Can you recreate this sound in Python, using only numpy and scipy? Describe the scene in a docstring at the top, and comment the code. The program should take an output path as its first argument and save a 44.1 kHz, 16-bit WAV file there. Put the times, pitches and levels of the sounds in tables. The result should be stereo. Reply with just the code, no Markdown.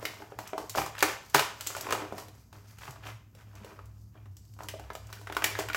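"""A stiff clear plastic package is turned and squeezed in the hands, in a live room.
From the start, grips swell and fade: the shell flexes, fingers rub and creases crackle, all as tiny slips.
Facets buckle with dull pops and sharp cracks, made from short bursts of noise, and single creases tick.
The loudest pops come just after one second; the middle is quieter, and the buckling picks up near the end.
Behind it lie steady room noise and two wavering low tones that grow slowly; an echo follows the plastic."""
import sys
import numpy as np
from scipy import signal
from scipy.fft import rfft, irfft
from scipy.io import wavfile
from scipy.ndimage import uniform_filter1d

SR = 44100
rng = np.random.default_rng(int(sys.argv[2]) if len(sys.argv) > 2 else 0)


def file_out(sig):
    """Save sig as 16-bit WAV at sys.argv[1]."""
    # one column per channel
    cols = np.atleast_2d(sig).T
    # limit, then scale
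    lim = np.clip(cols, -1, 1)
    pcm = np.round(lim * 32767).astype(np.int16)
    wavfile.write(sys.argv[1], SR, pcm)


N = 254260
TIME = np.arange(N) / SR
PULSE_HZ = np.fft.rfftfreq(4096, 1 / SR)  # the frequencies at which short pulses are designed

# Colour of the room noise. Each row: frequency in Hz, relative level in dB per Hz.
AIR_COLOUR = [(15, -35), (25, -21), (45, -8), (80, -1.5), (120, 2.5), (160, -10), (200, -6.5), (300, -14.5),
              (420, -24.5), (800, -33.5), (1200, -39.5), (3500, -46), (7000, -35.5), (9200, -48),
              (12500, -33.5), (16000, -37.5)]
# How alike the room noise is left and right. Each row: frequency in Hz, likeness from 0 to 1.
AIR_LIKENESS = [(60, 1), (250, 0.73), (600, 0.49), (2000, 0.28), (10000, .1)]
# How long the echo lasts. Each row: frequency in Hz, time to fall by 60 dB in seconds.
ROOM_T60 = [(150, 0.17), (500, 0.41), (1400, 0.43), (3700, 0.46), (7000, 0.38), (10000, 0.29),
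            (16000, 0.21)]
# How strong the echo is. Each row: frequency in Hz, strength in dB.
ROOM_STRENGTH = [(100, 3), (400, -2), (1200, -4.5), (3000, -2.5), (7000, -2.74), (15000, -4)]
# Knocks or flips of the whole package.
# Each row: start in seconds, energy in dB, pitch in Hz, time to fall by 60 dB in seconds.
THUMPS = [(0.765, -15.5, 65.3, .5), (0.778, -12, 144, 0.33), (1.026, -13.5, 295, 0.083),
          (1.347, -6.5, 142.4, 0.24), (1.923, -12.5, 112, .12), (2.885, -15.5, 130, .15),
          (3.611, -21.5, 205, 0.136), (5.589, -21, 128.6, 0.092)]
# Grips of the hands. Each row: time of the peak in seconds, swell in seconds, fade in seconds,
# then peak levels of flexing, rubbing and crease crackle in dB, before the trims in handling().
GRIPS = [(0.03, 0.12, .45, -47.5, -49.5, -51.5), (0.4, 0.016, 0.13, -53.5, -53.5, -50.5),
         (0.47, .08, 0.12, -62, -51, -59), (0.588, 0.027, .13, -41.5, -50.5, -48.5),
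         (0.778, 0.036, 0.086, -48, -32, -32.5), (0.98, .05, 0.1, -68, -40.5, -56.5),
         (1.09, 0.078, 0.086, -41.5, -35, -39.5), (1.25, 0.11, 0.3, -62, -59, -57.5),
         (1.357, 0.017, .11, -32.5, -22, -30.5), (1.62, 0.16, .25, -59, -53, -50.5),
         (1.78, 0.2, 0.056, -64, -46.5, -45), (1.925, 0.24, 0.25, -36.5, -40.5, -49.5),
         (2.194, 0.075, 0.062, -45, -46, -45.5), (2.35, .06, 0.21, -67, -67.5, -60.5),
         (2.545, .03, 0.13, -56, -59, -58.5), (2.69, .12, 0.19, -82, -60, -58.5),
         (2.821, 0.067, 0.18, -70, -48.5, -51), (2.89, 0.069, 0.095, -45.5, -54.5, -56),
         (3.067, 0.059, 0.082, -47, -41, -49), (3.39, .05, 0.09, -63, -56.5, -61.5),
         (3.57, 0.23, 0.24, -58.5, -58.5, -64.5), (3.67, 0.092, 0.23, -50, -54, -60),
         (4.02, 0.22, .15, -78, -88.5, -66), (4.16, 0.05, 0.13, -58.5, -60, -79.5),
         (4.52, .35, 0.14, -76, -83.5, -66), (4.625, 0.066, .09, -45.5, -58, -55.5),
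         (4.84, 0.17, .3, -63, -59, -65), (5.15, 0.31, 0.58, -60, -56.5, -58),
         (5.44, 0.052, 0.22, -41, -54, -45), (5.6, 0.095, 0.067, -42.5, -38, -45),
         (5.76, 0.047, .1, -35, -43, -49)]
# Levels while the package is merely held: flexing, rubbing and crackle in dB, before the same trims.
HOLD_DB = (-79.5, -83.5, -79.5)
# Colours of flexing, rubbing and crease crackle. Each row: frequency in Hz, relative level in dB.
FLEX_COLOUR = [(100, -27.5), (220, -8), (380, -6), (750, -3), (1100, -2.5), (2000, -19), (5000, -49)]
RUB_COLOUR = [(300, -31), (800, -8.5), (1250, -5), (2500, -9), (3800, -18), (8000, -31.5)]
CREASE_COLOUR = [(1000, -25), (2800, -20.5), (4800, -2.5), (7500, -3.5), (9500, -10), (12500, -3.5),
                 (16000, -10)]
# Creases that tick on their own. Each row: start in seconds, energy in dB.
TICKS = [(0.475, -16.5), (0.696, -7.5), (0.9905, -12), (1.2982, -22.5), (1.6706, -0.5), (1.81, -7.5),
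         (2.7078, -33), (2.9079, -22.5), (3.553, -28.5), (3.856, -33), (4.368, -24.5), (4.452, -37.5),
         (4.538, -32.5), (4.634, -21), (4.933, -24.5), (5.07, -28.5), (5.5952, -8.5), (5.762, -11)]
# Colour of a single tick. Each row: frequency in Hz, relative level in dB.
TICK_COLOUR = [(300, -23.5), (1200, -10.5), (2800, -5.5), (5000, 0), (7600, 2.5), (9300, -7.5),
               (12500, -2.5), (16000, -7)]
# Buckling facets. Each row: start in seconds, pop energy in dB before the trim in snaps(),
# pitch of the facet in Hz, crack energy in dB.
SNAPS = [(0.0271, -13, 610, -27), (0.0526, -2.5, 2280, -5.5), (0.2016, -21, 694, -48),
         (0.221, -16, 850, -43), (0.3207, -17.5, 640, -56), (0.3887, -8.5, 940, -15),
         (0.532, -5.5, 680, -44), (0.5793, -4.5, 955, -15), (0.7503, -5.5, 1000, -39),
         (0.757, -8, 685, -10.5), (0.7733, -4, 625, -8), (0.784, 2, 794, -17), (0.817, -5, 1080, -28),
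         (0.862, -11, 1180, -13.5), (0.9517, -16.5, 1620, -26), (0.9812, -15.5, 2720, -18),
         (1.006, -10, 2760, -9.5), (1.0262, 10, 1300, 6.5), (1.031, 4, 1210, -1.5),
         (1.3446, 1.5, 1170, -2.5), (1.3464, 10, 1110, 6.5), (1.355, 2.5, 1100, -1),
         (1.3946, -1.5, 1460, 2.5), (1.609, -27, 1800, -8), (1.6657, -19, 940, -10.5),
         (1.702, -15.5, 1150, -30), (1.75, -11, 1479, -19), (1.766, -11.5, 950, -10.5),
         (1.8678, -8.5, 1050, -20), (1.888, -10, 1150, -27), (1.9069, -3.5, 1060, -8.5),
         (1.9245, 1.5, 1130, -1.5), (1.932, -7, 660, -25), (1.95, -4, 970, -32), (2.0199, -10.5, 895, -35),
         (2.1237, -9, 475, -27), (2.181, -14.5, 980, -16), (2.2833, -27.5, 518, -25),
         (2.528, -25.5, 994, -27.5), (2.785, -27, 1630, -24), (2.8785, -15, 1020, -30),
         (2.959, -23, 1200, -38), (3.35, -33, 450, -30), (3.6464, -20.5, 540, -24),
         (3.7908, -19.5, 1160, -45), (4.2571, -30, 1000, -41), (4.5889, -22, 1160, -30),
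         (4.606, -14.5, 1110, -37), (4.6862, -13.5, 1910, -8.5), (4.7383, -14, 600, -39),
         (4.796, -17, 820, -24.5), (4.9028, -10.5, 1170, -31), (4.952, -13.5, 1240, -16),
         (5.1017, -25.5, 894, -32), (5.1278, -19, 1500, -15), (5.2139, -26.5, 790, -27),
         (5.2713, -12.5, 1310, -25), (5.299, -10.5, 1024, -35), (5.3238, -11, 1490, -18),
         (5.349, -23, 1083, -18), (5.367, 2.5, 1220, -8.5), (5.4214, -4, 1340, -21), (5.4418, 4, 1960, 6),
         (5.5526, -7.5, 1680, -35), (5.5887, -2.5, 766, -9.5), (5.6862, -9, 1830, -15),
         (5.7, -5, 1343, -25.6), (5.732, -10, 2310, -15), (5.7464, 0.5, 1520, -5)]
# Colour of a crack. Each row: frequency in Hz, relative level in dB.
CRACK_COLOUR = [(100, -26.5), (500, -8), (1200, -5.5), (2700, 3), (4000, 0.5), (5500, -0.5), (7600, -1.5),
                (9300, -7.5), (12500, -6), (16000, -8.5)]
# Ringing modes of the whole shell. 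Each row: pitch in Hz, strength in dB, time to fall by 60 dB in seconds.
SHELL_MODES = [(308, -1, 0.062), (374, -1.5, 0.072), (413, 2, 0.06), (517, -13, 0.051), (631, -5, 0.041),
               (1275, -13, .03), (1460, -4.5, 0.1), (2405, -8.5, 0.046), (2940, -15.5, 0.012)]
# Left minus right at the microphone. Each row: frequency in Hz, level difference in dB.
LEAN = [(100, -2.5), (1000, -2.5), (4000, -2), (8000, -2), (14000, 2.5)]

AIR_DB = -58  # overall level of the room noise
HUM_HZ, HUM_DB = 103.1, (-61, -50.5)  # middle pitch; level at the start and at the end, before flicker
DRONE_HZ, DRONE_DB = 63.7, (-72.5, -55)  # the same for a lower tone
GRIP_EDGE_DB = -22.5  # after one swell or fade time away, a grip is this far from its peak
PORT_LAG_S = .00004  # sound reaches the left port first
EDGE_HZ = 16000  # upper band limit


def amp(db):
    """Turns decibels into gain."""
    return 10 ** (np.asarray(db) / 20)


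def evened(x):
    """Scales a sound to an average (rms) strength of 1."""
    return x / np.sqrt(np.mean(x ** 2) + 1e-20)


def unit(x):
    """Scales a sound to an energy of 1 per channel."""
    return evened(x) / np.sqrt(x.shape[-1])


def read(points, hz):
    """Reads a table between its rows, along a log-frequency axis."""
    f, value = np.transpose(points)
    return np.interp(np.log(hz + 1), np.log(f + 1), value)


def add(mix, s, sound):
    """Mixes a sound in at time s."""
    part = mix[:, max(round(s * SR), 0):][:, :sound.shape[1]]
    part += sound[:, :part.shape[1]]


def falling(t, t60):
    """A fade that drops 60 dB in t60 seconds."""
    return np.exp(-np.log(1000) * t / t60)


def mixed_pair(pair, same):
    """Makes the second channel resemble the first by the given likeness."""
    pair[1] = same * pair[0] + np.sqrt(1 - same ** 2) * pair[1]
    return pair


def pulse(gain):
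    """The pulse with this spectrum that releases its energy as early as possible (minimum phase)."""
    log_gain = np.log(np.maximum(gain / gain.max(), 1e-4))
    full = np.concatenate([log_gain, log_gain[-2:0:-1]])
    spectrum = np.exp(np.conj(signal.hilbert(full)))
    return irfft(spectrum[:len(gain)])


def convolve(x, y):
    """Lets every sample of x set off a copy of y, channel by channel."""
    return signal.fftconvolve(np.atleast_2d(x), np.atleast_2d(y), axes=1)[:, :N]


def waver(size):
    """Slow random drift of rms 1, smoothed twice over size samples."""
    once = uniform_filter1d(rng.standard_normal(N), size)
    return evened(uniform_filter1d(once, size))


def air():
    """The steady rumble and faint hiss of the room, as coloured noise."""
    hz = np.fft.rfftfreq(N, 1 / SR)
    noise = rfft(rng.standard_normal((2, N)))
    noise = mixed_pair(noise, np.clip(read(AIR_LIKENESS, hz), -1, 1))
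    return amp(AIR_DB) * evened(irfft(noise * amp(read(AIR_COLOUR, hz)), N))


def hum(wander_hz=4.515, drone_wander_hz=1.6, flicker_db=3.5):
    """Two low tones that slowly grow, wandering in pitch and strength."""
    out = np.zeros(N)
    for hz, stray_hz, ends_db in [(HUM_HZ, wander_hz, HUM_DB), (DRONE_HZ, drone_wander_hz, DRONE_DB)]:
        level = amp(np.linspace(*ends_db, N) + flicker_db * waver(size=3000))
        pitch = hz + stray_hz * waver(size=3000)
        # adding up the pitch over time gives the turns of the wave
        out += np.sqrt(2) * level * np.sin(2 * np.pi * np.cumsum(pitch) / SR)
    return out


def room(x, gap_s=.004, build_s=0.0031, mono_hz=600):
    """A diffuse echo tail, each band dying at its own speed; its bass is alike in both channels."""
    hz, t, bands = signal.stft(rng.standard_normal((2, SR * 2 // 3)), SR, nperseg=256)
    bands = mixed_pair(bands, np.exp(-(hz / mono_hz) ** 2 / 2)[:, None])
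    t60 = read(ROOM_T60, hz)[:, None]
    bands *= amp(read(ROOM_STRENGTH, hz)[:, None]) * falling(t, t60)
    bands *= np.sqrt(2 * np.log(1000) / (t60 * SR))  # long and short bands carry comparable energy
    tail = signal.istft(bands, SR, nperseg=256)[1]
    build_up = np.clip((TIME[:tail.shape[1]] - gap_s) / build_s, 0, 1)
    return convolve(x, tail * build_up)


def thumps(attack_s=0.0038):
    """The hollow package booms briefly as a whole: fading low tones with a soft start."""
    out, t = np.zeros((2, N)), np.arange(SR // 4) / SR
    for s, db, hz, t60 in THUMPS:
        boom = (1 - np.exp(-t / attack_s)) * falling(t, t60) * np.sin(2 * np.pi * hz * t)
        add(out, s, amp(db) * unit(boom)[None])
    return out


def flutter(fast_s, slow_s, slow_db, apart_s):
    """Bending waves bounce about the sheet: a dense burst, at first alike in both channels."""
    t = np.arange(1500) / SR
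    common, left, right = rng.standard_normal((3, len(t)))
    same = np.exp(-t / apart_s)
    waves = same * common + np.sqrt(1 - same ** 2) * np.array([left, right])
    fade = np.exp(-t / fast_s) + amp(slow_db) * np.exp(-t / slow_s)
    return unit(waves * fade)


def grips():
    """Strength of flexing, rubbing and crackle: each grip swells to its peak and fades, evenly in dB."""
    power = amp(HOLD_DB)[:, None] ** 2 * np.ones(N)
    for s, swell_s, fade_s, *peak_db in GRIPS:
        away = np.maximum((s - TIME) / swell_s, (TIME - s) / fade_s)
        shape = amp(GRIP_EDGE_DB * np.minimum(away, 10))
        power += (amp(peak_db)[:, None] * shape) ** 2
    return np.sqrt(power)


def slips(level, colour, per_s, spread_db, count=16):
    """Tiny slips of uneven size, each ringing one of several patches of the sheet."""
    tone, out = pulse(amp(read(colour, PULSE_HZ))), np.zeros((2, N))
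    for _ in range(count):
        size = amp(spread_db * np.minimum(rng.exponential(1, N), 3))
        push_or_pull = rng.choice([-1, 1], N)
        happens = rng.random(N) < per_s / count / SR
        clicks = evened(size * push_or_pull * happens)
        burst = flutter(fast_s=0.0025, slow_s=0.0066, slow_db=1.5, apart_s=0.0064)
        patch = unit(convolve(tone, burst))
        out += convolve(clicks * level, patch)
    return out / np.sqrt(count)


def handling(flex_db=-3.5, rub_db=-1):
    """The shell flexes, fingers rub over it and its creases crackle, each as a stream of slips."""
    flexing, rubbing, creasing = grips()
    return (slips(flexing * amp(flex_db), FLEX_COLOUR, per_s=280, spread_db=4.4)
            + slips(rubbing * amp(rub_db), RUB_COLOUR, per_s=650, spread_db=5.5)
            + slips(creasing, CREASE_COLOUR, per_s=1300, spread_db=4.5))


def ticks():
    """A crease gives way without moving a facet: a bright tick with no pop."""
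    out, edge = np.zeros((2, N)), pulse(amp(read(TICK_COLOUR, PULSE_HZ)))
    for s, db in TICKS:
        burst = flutter(fast_s=.0025, slow_s=0.0099, slow_db=-5, apart_s=.0004)
        add(out, s, amp(db) * unit(convolve(edge, burst)))
    return out


def facet_pop(hz, rise=1.11, fall=3.09, ring_db=-2, ring_q=3):
    """A flipping facet pushes the air hardest near its own pitch, where it also rings briefly."""
    ratio = (PULSE_HZ + 1) / hz
    ring = 1 + amp(ring_db) / (1 + (ring_q * (ratio - 1 / ratio)) ** 2)
    push = pulse(ring * ratio ** rise / np.sqrt(1 + ratio ** (2 * fall)))
    return unit(convolve(push, flutter(fast_s=0.003, slow_s=0.0068, slow_db=-2, apart_s=0.009)))


def edge_crack(edge, edge_db, crack_s=0.0036, scrape=0.23, tick_db=-5):
    """The crease at the edge of a facet cracks: a burst of noise led by a brighter, shorter tick."""
    length_s = crack_s * amp(-scrape * edge_db)  # hard cracks snap, faint ones scrape
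    crack = convolve(edge, flutter(fast_s=length_s, slow_s=0.01, slow_db=0.0, apart_s=0.00031))
    # the sheet damps the highest waves first, so they come as a short tick
    bright_edge = np.diff(edge, prepend=0)
    burst = flutter(fast_s=0.26 * length_s, slow_s=.003, slow_db=-17.5, apart_s=0.00029)
    tick = convolve(bright_edge, burst)
    return unit(unit(crack) + amp(tick_db) * unit(tick))


def snaps(pop_db=-1.0):
    """Each facet flips with a pop while the crease at its edge cracks."""
    out, edge = np.zeros((2, N)), pulse(amp(read(CRACK_COLOUR, PULSE_HZ)))
    for s, facet_db, hz, edge_db in SNAPS:
        pop = amp(facet_db + pop_db) * facet_pop(hz)
        crack = amp(edge_db) * edge_crack(edge, edge_db)
        add(out, s, pop + crack)
    return out


def shell(x):
    """Every movement also rings the modes of the whole package."""
    t = np.arange(SR // 5) / SR
    ring = np.zeros(len(t))
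    for hz, db, t60 in SHELL_MODES:
        scale = 2 * np.log(1000) / (t60 * SR)  # makes the dB value the gain at the mode's pitch
        ring += amp(db) * scale * falling(t, t60) * np.cos(2 * np.pi * hz * t)
    return x + convolve(x, ring)


def scene():
    """The package, its echo in the room and the background."""
    plastic = shell(snaps() + ticks() + handling())
    return plastic + room(plastic) + thumps() + hum() + air()


def record(dry, blend_hz=330):
    """Two close microphone ports hear much the same bass, differing in colour and timing; then a band limit."""
    hz = np.fft.rfftfreq(N, 1 / SR)
    left, right = rfft(dry)
    mid = (left + right) / 2
    side = (left - right) / 2 * hz / np.hypot(hz, blend_hz)  # less stereo width in the bass
    lean = amp(read(LEAN, hz) / 2) * np.exp(1j * np.pi * hz * PORT_LAG_S)  # half for each port
    heard = irfft(np.array([(mid + side) * lean, (mid - side) / lean]), N)
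    band_limit = signal.firwin(401, EDGE_HZ, window=("kaiser", 8), fs=SR)
    return signal.oaconvolve(heard, band_limit[None], "same")


dry = scene()
out = record(dry)
file_out(out)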